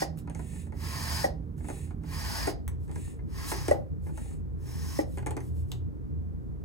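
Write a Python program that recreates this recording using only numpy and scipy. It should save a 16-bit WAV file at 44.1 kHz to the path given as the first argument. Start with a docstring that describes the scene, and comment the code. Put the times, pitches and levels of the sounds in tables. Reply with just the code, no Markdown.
"""A hand bicycle pump is worked five times close to the microphone, in a room with humming ventilation.
Each push is a turbulent jet that rings valve, nozzle and hose, and ends in a hollow knock of barrel modes.
Each pull is a thin hiss of air sucked past the seal; hands brush the barrel as shaped noise.
Shaft and hose rattle in bursts of micro-impacts, most densely when the pump is put aside; a coupling snaps.
The ventilation is resonant and coloured noise whose rumble turns from centred to wide."""
import sys
import numpy as np
from scipy import signal
from scipy.fft import rfft, irfft
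from scipy.io import wavfile
from scipy.ndimage import map_coordinates

SR = 44100
rng = np.random.default_rng(int(sys.argv[2]) if len(sys.argv) > 2 else 0)


def bounce(signal):
    """Save signal as a 16-bit WAV file at the path given by the first command-line argument."""
    frames = np.transpose(np.atleast_2d(signal))
    limited = np.clip(frames, -1, 1)
    pcm = np.round(limited * 32767).astype(np.int16)
    wavfile.write(sys.argv[1], SR, pcm)


N = 293220
T = np.arange(N) / SR  # seconds
HZ = np.maximum(np.arange(N // 2 + 1) * SR / N, 1)  # frequency of each Fourier bin


def undb(db):
    """Level law: decibels to amplitude gain."""
    return 10 ** (np.asarray(db) / 20)


def unit(x):
    """Power normalization: scale to rms 1."""
    return x / np.sqrt(np.mean(x ** 2))


def noise():
    """White noise: equal power at all frequencies."""
    return rng.standard_normal(N)


def over_hz(points, hz):
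    """Logarithmic frequency scale: interpolate (Hz, value) points along it."""
    f, value = np.transpose(points)
    return np.interp(np.log(hz), np.log(f), value)


def colour(x, points):
    """Minimum-phase filtering: a causal response with the given (Hz, dB) magnitude."""
    cepstrum = irfft(np.log(undb(over_hz(points, HZ))), N)
    # folding the cepstrum onto positive time makes the filter causal
    cepstrum[1:N // 2] *= 2
    cepstrum[N // 2:] = 0
    impulse_response = irfft(np.exp(rfft(cepstrum)), N)[:SR // 4]
    return signal.fftconvolve(x, impulse_response)[:N]


def resonate(x, modes, order=1):
    """Resonance: parallel (Hz, width in Hz, dB) modes; order 2 has steeper skirts."""
    response = 0
    for f, width, db in modes:
        detuning = (HZ / f - f / HZ) * f / width
        response = response + undb(db) / (1 + 1j * detuning) ** order
    return irfft(rfft(x) * response, N)


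def flutter(rate, depth_db):
    """Random amplitude modulation: a gain wavering between random levels, `rate` per second."""
    knots = rng.standard_normal(4000)
    return undb(depth_db * np.interp(T * rate, np.arange(len(knots)), knots))


def drift(x, rate, depth):
    """Random frequency modulation: uneven reading speed lets the pitch wander by a small share."""
    knots = rng.standard_normal(200)
    detune = depth * np.interp(T * rate, np.arange(len(knots)), knots)
    return map_coordinates(x, [np.arange(N) + np.cumsum(detune)], order=3, mode="mirror")


def turn(x, radians):
    """Constant phase shift: every frequency is turned by the same angle."""
    return irfft(rfft(x) * np.exp(1j * radians), N)


def add(track, s, sound):
    """Superposition: mix a sound in at a time in seconds."""
    i = max(int(s * SR), 0)
    track[..., i:i + sound.shape[-1]] += sound[..., :N - i]


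# Decay of a small, dry room. Each row: frequency in Hz, t60 in seconds.
ROOM_DECAY = [(250, 0.34), (600, 0.35), (1500, 0.22), (4000, 0.24), (9000, 0.15), (16000, 0.073)]


def tail(onset_s, bounce_db):
    """Reverberant decay, energy 1: strong early sound off the desk, then a wash with the top dying first."""
    f, t, z = signal.stft(rng.standard_normal(SR * 3 // 5), SR, nperseg=256)
    decay = np.exp(-np.log(1000) * t / over_hz(ROOM_DECAY, f + 1)[:, None])
    h = signal.istft(z * decay, SR, nperseg=256)[1]
    t = T[:len(h)]
    onset = 1 - np.exp(-(t / onset_s) ** 2)
    early = 1 + undb(bounce_db) * np.exp(-t / 0.011)
    h = h * onset * early
    return h / np.sqrt(np.sum(h ** 2))


def room(x, wet_db):
    """Reverberation: convolution of a sound with the decay of the room."""
    return undb(wet_db) * signal.fftconvolve(x, tail(onset_s=0.002, bounce_db=2))[:N]


# Stereo width near the microphone. 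Each row: frequency in Hz, side over mid in dB.
NEAR_WIDTH = [(200, -11), (600, 1.5), (1000, -3), (2400, 2), (3500, -1.5), (5700, -2), (6800, -36),
              (16000, -76)]


def place(x, wet_db):
    """Mid-side stereo: the side of a near sound leads by a quarter cycle; the two reverberate separately."""
    side_source = x + room(x, wet_db)
    side = irfft(1j * undb(over_hz(NEAR_WIDTH, HZ)) * rfft(side_source), N)
    return np.array([x + room(x, wet_db), side])


def contacts(times, levels_db, spectrum, decay_s, rise_s):
    """Impact noise: brief bursts of micro-impacts that build up and die away exponentially."""
    out, t = np.zeros(N), T[:SR // 8]
    envelope = np.exp(-t / decay_s) * (1 - np.exp(-t / rise_s))
    for s, db in zip(times, levels_db):
        add(out, s, undb(db) * rng.standard_normal(len(t)) * envelope)
    spectrum_rms = np.sqrt(np.mean(undb(over_hz(spectrum, HZ)) ** 2))
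    return colour(out, spectrum) / spectrum_rms


def stroke(start, peak, end, open_s, swell_db_per_s, sag_db_per_s, shut_s):
    """Flow envelope, fastest at its peak: it opens up to its start, swells, sags, and shuts just after its end."""
    edges = np.clip(1 + np.minimum((T - start) / open_s, (end - T) / shut_s - 1 + 1), 0, 1) ** 2
    swell_db = -swell_db_per_s * np.maximum(peak - T, 0)
    sag_db = -sag_db_per_s * np.maximum(T - peak, 0)
    return edges * undb(swell_db + sag_db)


def swells(rows):
    """Gaussian envelopes: short bell-shaped swells from (middle s, half length s, dB) rows."""
    bells = 0
    for s, half_s, db in rows:
        bells = bells + undb(db) * np.exp(-np.minimum(((T - s) / half_s) ** 2, 20))
    return bells


# Resonances of the fan's drone. Each row: frequency in Hz, width in Hz, relative level in dB.
FAN_MODES = [(80.93, 15.2, -12), (120.3, 7.5, -16.5)]
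# Slow swell of the drone. Each row: time in seconds, level in dB.
FAN_SWELL = [(0, -43), (1.3, -38), (2.3, -40.5), (5.2, -39), (5.8, -35), (6.65, -43)]
# Resonances of the duct rumble. Each row: frequency in Hz, width in Hz, relative level in dB.
RUMBLE_MODES = [(113.6, 13, -5.5), (157.4, 32, 4.5), (223, 31.7, -3.5), (286.8, 17.7, -5.5)]
# Spectrum of the broad air noise in the ducts. Each row: frequency in Hz, relative level in dB.
DUCT_SPECTRUM = [(20, -56.5), (35, -12), (58, 2), (80, -7), (102, -19.5), (165, -17.5), (220, -31.5),
                 (300, -20), (440, -24), (640, -40), (900, -42.5), (2300, -58), (3000, -65), (16000, -67)]
# Stereo width of that air noise. Each row: frequency in Hz, side over mid in dB.
DUCT_WIDTH = [(25, -12), (60, -9.5), (100, -1), (170, 6), (260, 6.5), (450, -10), (700, 2), (1500, 7),
              (3000, 4), (6000, -3), (9000, -39)]
RUMBLE_DB, DUCT_DB = -42.5, -42
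# the rumble turns from centred to wide about this time, over this long
WIDENS_S, WIDENING_S = 2.23, 0.24
CENTRED_SIDE_DB, WIDE_MID_DB, WIDE_SIDE_DB = -9, -8.5, 2.5
ALIKE_BELOW_HZ = 460  # well above this, mid and side hear unrelated air


def ventilation():
    """Resonance and coherence: a fan drones over duct rumble; bass is shared, shifted in phase."""
    wide = np.clip((T - WIDENS_S) / WIDENING_S + .5, 0, 1)
    fan_gain = undb(np.interp(T, *np.transpose(FAN_SWELL)))
    fan = fan_gain * unit(resonate(noise(), FAN_MODES, order=2))
    rumble = undb(RUMBLE_DB) * unit(resonate(noise(), RUMBLE_MODES, order=2))

    duct = unit(colour(noise(), DUCT_SPECTRUM))
    other_air = unit(colour(noise(), DUCT_SPECTRUM))
    alike = 1 / np.hypot(1, (HZ / ALIKE_BELOW_HZ) ** 2)
    side_bins = alike * rfft(duct) + np.sqrt(1 - alike ** 2) * rfft(other_air)
    duct_side = undb(DUCT_DB) * irfft(side_bins * undb(over_hz(DUCT_WIDTH, HZ)), N)

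    centred_side = turn(undb(CENTRED_SIDE_DB) * (fan + rumble) + undb(0.5) * duct_side, radians=-2.57)
    wide_side = turn(undb(-4.5) * fan + undb(WIDE_SIDE_DB) * rumble + duct_side, radians=-1.69)
    mid = fan + undb(WIDE_MID_DB * wide) * rumble + undb(DUCT_DB) * duct
    return np.array([mid, (1 - wide) * centred_side + wide * wide_side])


# Pushes of the pump. Each row: start in seconds, fastest flow in seconds, end in seconds, level in dB,
# hiss over that in dB, whistle over that in dB, lowest resonance of the nozzle in Hz.
PUSH_STROKES = [(-.45, 0.003, 0.028, -43.5, -2.5, -0.5, 4860), (0.845, 1.166, 1.253, -41.5, -2, -2, 4720),
                (2.137, 2.38, 2.501, -42.5, -4, -2.5, 4700), (3.384, 3.544, 3.725, -47.5, -4, -2.5, 4810),
                (4.683, 4.973, 5.01, -53, 0.5, 0, 5140)]
# Spectrum of the turbulent jet. Each row: frequency in Hz, relative level in dB.
JET_SPECTRUM = [(900, -17), (2600, -13), (3300, -12), (4200, -29), (5400, -6), (7200, -0.5), (10500, 0),
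                (12000, -5), (14500, -1.5), (16000, -2)]
# Resonances of the valve. Each row: frequency in Hz, width in Hz, relative level in dB.
VALVE_MODES = [(4050, 240, -2), (6430, 160, 1.5), (8580, 34, 3), (10400, 190, -7.5), (10530, 170, 0)]
# Resonances of the nozzle. Each row: ratio to the lowest, width in Hz, relative level in dB.
NOZZLE_MODES = [(1.001, 260, 7.5), (1.056, 130, 14.5), (1.17, 220, 9), (1.32, 140, 0)]
# Resonances of the hose. Each row: frequency in Hz, width in Hz, relative level in dB.
HOSE_MODES = [(1011, 380, 8), (1630, 165, 4.5), (1817, 150, 2.5), (2740, 290, -30)]
# A bright spurt of air in the fourth push. Each row: middle in seconds, half length in seconds, level in dB.
AIR_SPURTS = [(3.5, 0.03, -42.5)]
# the flow opens, swells with the pressure, sags as the arm slows and shuts off
OPEN_S, SWELL_DB_PER_S, SAG_DB_PER_S, SHUT_S = 0.15, 25.5, 32.5, 0.039
HOSE_DB = -1  # against the level of the push
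WHISTLE_POWER = 1.31  # the nozzle's whistle grows faster than the flow


def push():
    """Jet noise and resonance: a turbulent jet rings valve, nozzle and hose, all driven by one flow."""
    jet = unit(colour(noise(), JET_SPECTRUM)) + undb(-7.0) * unit(resonate(noise(), VALVE_MODES))
    # the hose flexes in the hand, so its resonances wander
    hose = unit(drift(resonate(noise(), HOSE_MODES), rate=9, depth=.06))
    air, flows = 0, 0
    for start, peak, end, level_db, hiss_db, whistle_db, lowest_hz in PUSH_STROKES:
        flow = stroke(start, peak, end, OPEN_S, SWELL_DB_PER_S, SAG_DB_PER_S, SHUT_S)
        modes = [(lowest_hz * ratio, width, db) for ratio, width, db in NOZZLE_MODES]
        whistle = unit(drift(resonate(noise(), modes), rate=8, depth=.01)) * flow ** WHISTLE_POWER
        air = air + undb(level_db + hiss_db) * jet * flow
        air = air + undb(level_db + whistle_db) * whistle
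        flows = flows + undb(level_db) * flow
    rasp = flutter(rate=140, depth_db=0.7)
    near_air = place(air * rasp, wet_db=-2)
    near_hose = place(undb(HOSE_DB) * hose * flows * rasp, wet_db=-5.0)
    return near_air + near_hose + place(jet * swells(AIR_SPURTS), wet_db=-5)


# Spectrum of the hollow body's thud. Each row: frequency in Hz, relative level in dB.
THUD_SPECTRUM = [(150, -39.5), (290, 5.5), (450, -3), (600, -7), (880, -2.5), (1200, -16), (2000, -15),
                 (5000, -60.5)]
# Spectrum of the clack. Each row: frequency in Hz, relative level in dB.
CLACK_SPECTRUM = [(500, -11.5), (1000, -6), (1500, 5.5), (2100, 3), (3200, -20.5), (4300, -7.5),
                  (5500, -18), (12000, -35)]
# Spectrum of the sharp tick. Each row: frequency in Hz, relative level in dB.
TICK_SPECTRUM = [(2500, -13), (5200, -19.5), (6300, -5.5), (7300, -10), (8500, -3), (10500, -12),
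                 (12000, -21), (16000, -24)]
CLACK_DB, CLACK_FOLLOWS = -1.5, 0.25  # the clack takes this share of the brightness


def touches(s, level_db, bright_db):
    """Impact excitation: touching plastic gives a sharp tick, a clack and a slower thud of the hollow body."""
    clack_db = level_db + CLACK_DB + CLACK_FOLLOWS * bright_db
    thud = contacts(s, level_db + 8, THUD_SPECTRUM, decay_s=0.0044, rise_s=0.0018)
    clack = contacts(s, clack_db, CLACK_SPECTRUM, decay_s=0.0041, rise_s=0.003)
    tick = contacts(s, level_db + bright_db + 11.5, TICK_SPECTRUM, decay_s=0.00076, rise_s=.0001)
    return place(thud + clack + tick, wet_db=-3.5)


# The piston meets its stop. Each row: time in seconds, relative click level in dB,
# then the relative strength of each of the four barrel modes in dB.
PISTON_KNOCKS = [(0.0182, -42, -27, -33.5, -27, -42), (1.2404, -42, -30, -27, -23.5, -38.5),
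                 (2.4718, -35.5, -23, -36, -30.5, -51), (3.711, -38.5, -50, -19.5, -26, -43.5),
                 (4.988, -45.5, -17, -28, -31, -45.5)]
# Modes of the barrel. Each row: frequency in Hz, swell time constant in seconds, relative level in dB,
# side over mid in dB.
BARREL_MODES = [(314.4, 0.0027, -6, 0), (549.6, 0.0024, 5.5, 3), (791, 0.0035, -3.5, 6),
                (1947, 0.0027, 5.5, 4)]
# Spectrum of the shuddering pump. Each row: frequency in Hz, relative level in dB.
SHUDDER_SPECTRUM = [(180, -30), (300, -5), (420, -1.5), (570, 4), (800, 1), (1000, -21.5), (1400, -19),
                    (2000, -31), (3000, -38)]


def knocks():
    """Modal excitation: the air-cushioned piston clicks home; barrel modes swell and soon die."""
    out, t = np.zeros((2, N)), T[:SR // 8]
    for s, _, *strengths in PISTON_KNOCKS:
        for (hz, swell_s, db, side_db), strength_db in zip(BARREL_MODES, strengths):
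            shape = (t / swell_s / 2) ** 2 * np.exp(2 - t / swell_s)  # peaks at twice swell_s
            phase = 2 * np.pi * hz * (1 + 0.013 * rng.standard_normal()) * t
            mode = np.array([np.sin(phase), undb(side_db) * np.cos(phase)])
            add(out, s, undb(db + strength_db) * shape * mode)
    echo = np.array([room(out[0], wet_db=-7.5), room(out[0], wet_db=-7)])
    # the whole pump shudders on, following the stronger of its two middle modes
    rows = np.array(PISTON_KNOCKS)
    times, click_db = rows[:, 0], rows[:, 1]
    shudder_db = np.max(rows[:, 3:5], axis=1) - 12.5
    shudder = contacts(times, shudder_db, SHUDDER_SPECTRUM, decay_s=0.041, rise_s=0.0039)
    return out + echo + place(shudder, wet_db=-12.5) + touches(times, click_db + 8, bright_db=-12)


# Sharp snaps of the hose coupling. Each row: time in seconds, relative click level in dB,
# relative ring of its shell in dB.
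COUPLING_SNAPS = [(0.1738, -53, -75), (0.188, -48, -79), (2.6788, -35.5, -55), (5.7172, -43.5, -43)]
# Spectrum of the click. Each row: frequency in Hz, relative level in dB.
SNAP_SPECTRUM = [(200, -1), (450, 4), (1100, 10), (1800, -1), (2800, 3.5), (4500, -9.5), (6500, -1.5),
                 (8500, 0.5), (10000, 5), (14000, -0.5), (16000, 7)]
# Spectrum of the ringing shell. Each row: frequency in Hz, relative level in dB.
SHELL_SPECTRUM = [(1700, -37), (2600, 0), (3300, -5.5), (4200, -2), (5400, -10), (7500, -1.5), (10000, -26),
                  (12000, -20), (13500, -6), (16000, -26)]


def snaps():
    """Impulsive excitation: the hose coupling snaps with a hard, broad click and a brief ring of its shell."""
    s, click_db, ring_db = np.transpose(COUPLING_SNAPS)
    click = contacts(s, click_db + 9.0, SNAP_SPECTRUM, decay_s=0.00092, rise_s=0.00009)
    ring = contacts(s, ring_db + 11, SHELL_SPECTRUM, decay_s=0.0011, rise_s=0.00013)
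    return place(click + ring, wet_db=-4.0)


# Pulls of the pump. Each row: start in seconds, fastest flow in seconds, end in seconds, relative level in dB.
PULL_STROKES = [(0.385, 0.56, 0.62, -56), (1.679, 1.717, 1.85, -54.5), (2.959, 3.03, 3.106, -57.5),
                (4.175, 4.207, 4.325, -58)]
# Spectrum of the sucked air. Each row: frequency in Hz, relative level in dB.
SUCK_SPECTRUM = [(590, -38.5), (1000, -10), (1500, -28), (1730, -2.5), (2100, -7.5), (2810, -6),
                 (2940, -14.5), (4120, -11), (4790, -16), (5760, -14.5), (6550, -5), (8550, -0.5),
                 (10400, -5.5), (13400, -21), (16000, -13)]
# Hands sliding along the barrel. Each row: middle in seconds, half length in seconds, relative level in dB.
HAND_SLIDES = [(.19, 0.018, -59), (1.59, 0.018, -66), (2.84, 0.037, -71.5), (4.07, 0.042, -65.5),
               (5.145, 0.073, -64.5), (5.45, 0.056, -65.5), (5.59, 0.048, -67.5), (5.725, 0.048, -68)]
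# Spectrum of the sliding skin. Each row: frequency in Hz, relative level in dB.
SLIDE_SPECTRUM = [(1500, -1), (3000, 1.5), (5000, 2.5), (8000, 9), (12000, 8), (16000, -2)]
PULL_OPEN_S, PULL_SHUT_S, PULL_ARCH_DB_PER_S = 0.13, .11, 34.5


def pull():
    """Flow and friction noise: a thin intake hiss past the seal, and skin brushing the barrel."""
    flow = 0
    for start, peak, end, db in PULL_STROKES:
        arch = stroke(start, peak, end, PULL_OPEN_S, PULL_ARCH_DB_PER_S, PULL_ARCH_DB_PER_S, PULL_SHUT_S)
        flow = flow + undb(db) * arch
    intake = undb(0.26) * unit(colour(noise(), SUCK_SPECTRUM)) * flow
    brush = undb(0.5) * unit(colour(noise(), SLIDE_SPECTRUM)) * swells(HAND_SLIDES)
    return place((intake + brush) * flutter(rate=210, depth_db=1.04), wet_db=-4.5)


# The louder rattles of shaft and hose. Each row: time in seconds, relative level in dB, brightness in dB.
LOUD_RATTLES = [(0.274, -40.5, -24), (.298, -42.5, -9), (.349, -46, -4.5), (.393, -43, -11.5),
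                (0.722, -45, -20), (1.604, -49.5, -34), (1.644, -47, -12), (1.685, -40.5, -8.5),
                (1.7, -40.5, -7), (1.907, -45.5, -22), (2.036, -49, -16), (2.892, -48, -24),
                (2.914, -49.5, -2), (2.958, -41.5, -9.5), (3.19, -51.5, -32), (3.517, -28, -9.5),
                (3.604, -48, -20), (3.682, -28.5, -7), (4.065, -45, -43), (4.091, -50, -37),
                (4.175, -43, -8), (5.173, -38, -14), (5.184, -43, -5.5), (5.225, -47, -16),
                (5.262, -33, -8), (5.269, -37, -5), (5.308, -36, -8), (5.367, -35.5, -9.5),
                (5.375, -45, -11), (5.405, -50, -3), (5.719, -47, -39)]
# faint random rattles around each pull
PLAY_PER_S, PLAY_MARGIN_S = 12, .05
PLAY_DB, PLAY_SPREAD_DB, PLAY_BRIGHT_DB = -56, 1.5, -10


def ticks():
    """Random impacts: loud rattles at set times, and the faint play of the shaft as it is drawn out."""
    grids = [np.arange(start - PLAY_MARGIN_S, end + PLAY_MARGIN_S, 1 / PLAY_PER_S)
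             for start, _, end, _ in PULL_STROKES]
    s = np.concatenate(grids)
    late, size = rng.standard_normal((200, 2))[:len(s)].T
    play_s = s + late / PLAY_PER_S / 2
    play = touches(play_s, PLAY_DB + PLAY_SPREAD_DB * size, PLAY_BRIGHT_DB)
    return touches(*np.transpose(LOUD_RATTLES)) + play


def scene():
    """Superposition: all sources summed as mid and side, then turned into left and right."""
    mid, side = ventilation() + push() + knocks() + snaps() + pull() + ticks()
    return np.array([mid + side, mid - side])


TOP_HZ = 15850


def record(dry):
    """Band limiting: a steep elliptic low-pass cuts the top."""
    low_pass = signal.ellip(10, .2, 80, TOP_HZ, fs=SR, output="sos")
    return signal.sosfilt(low_pass, dry)


dry = scene()
out = record(dry)
bounce(out)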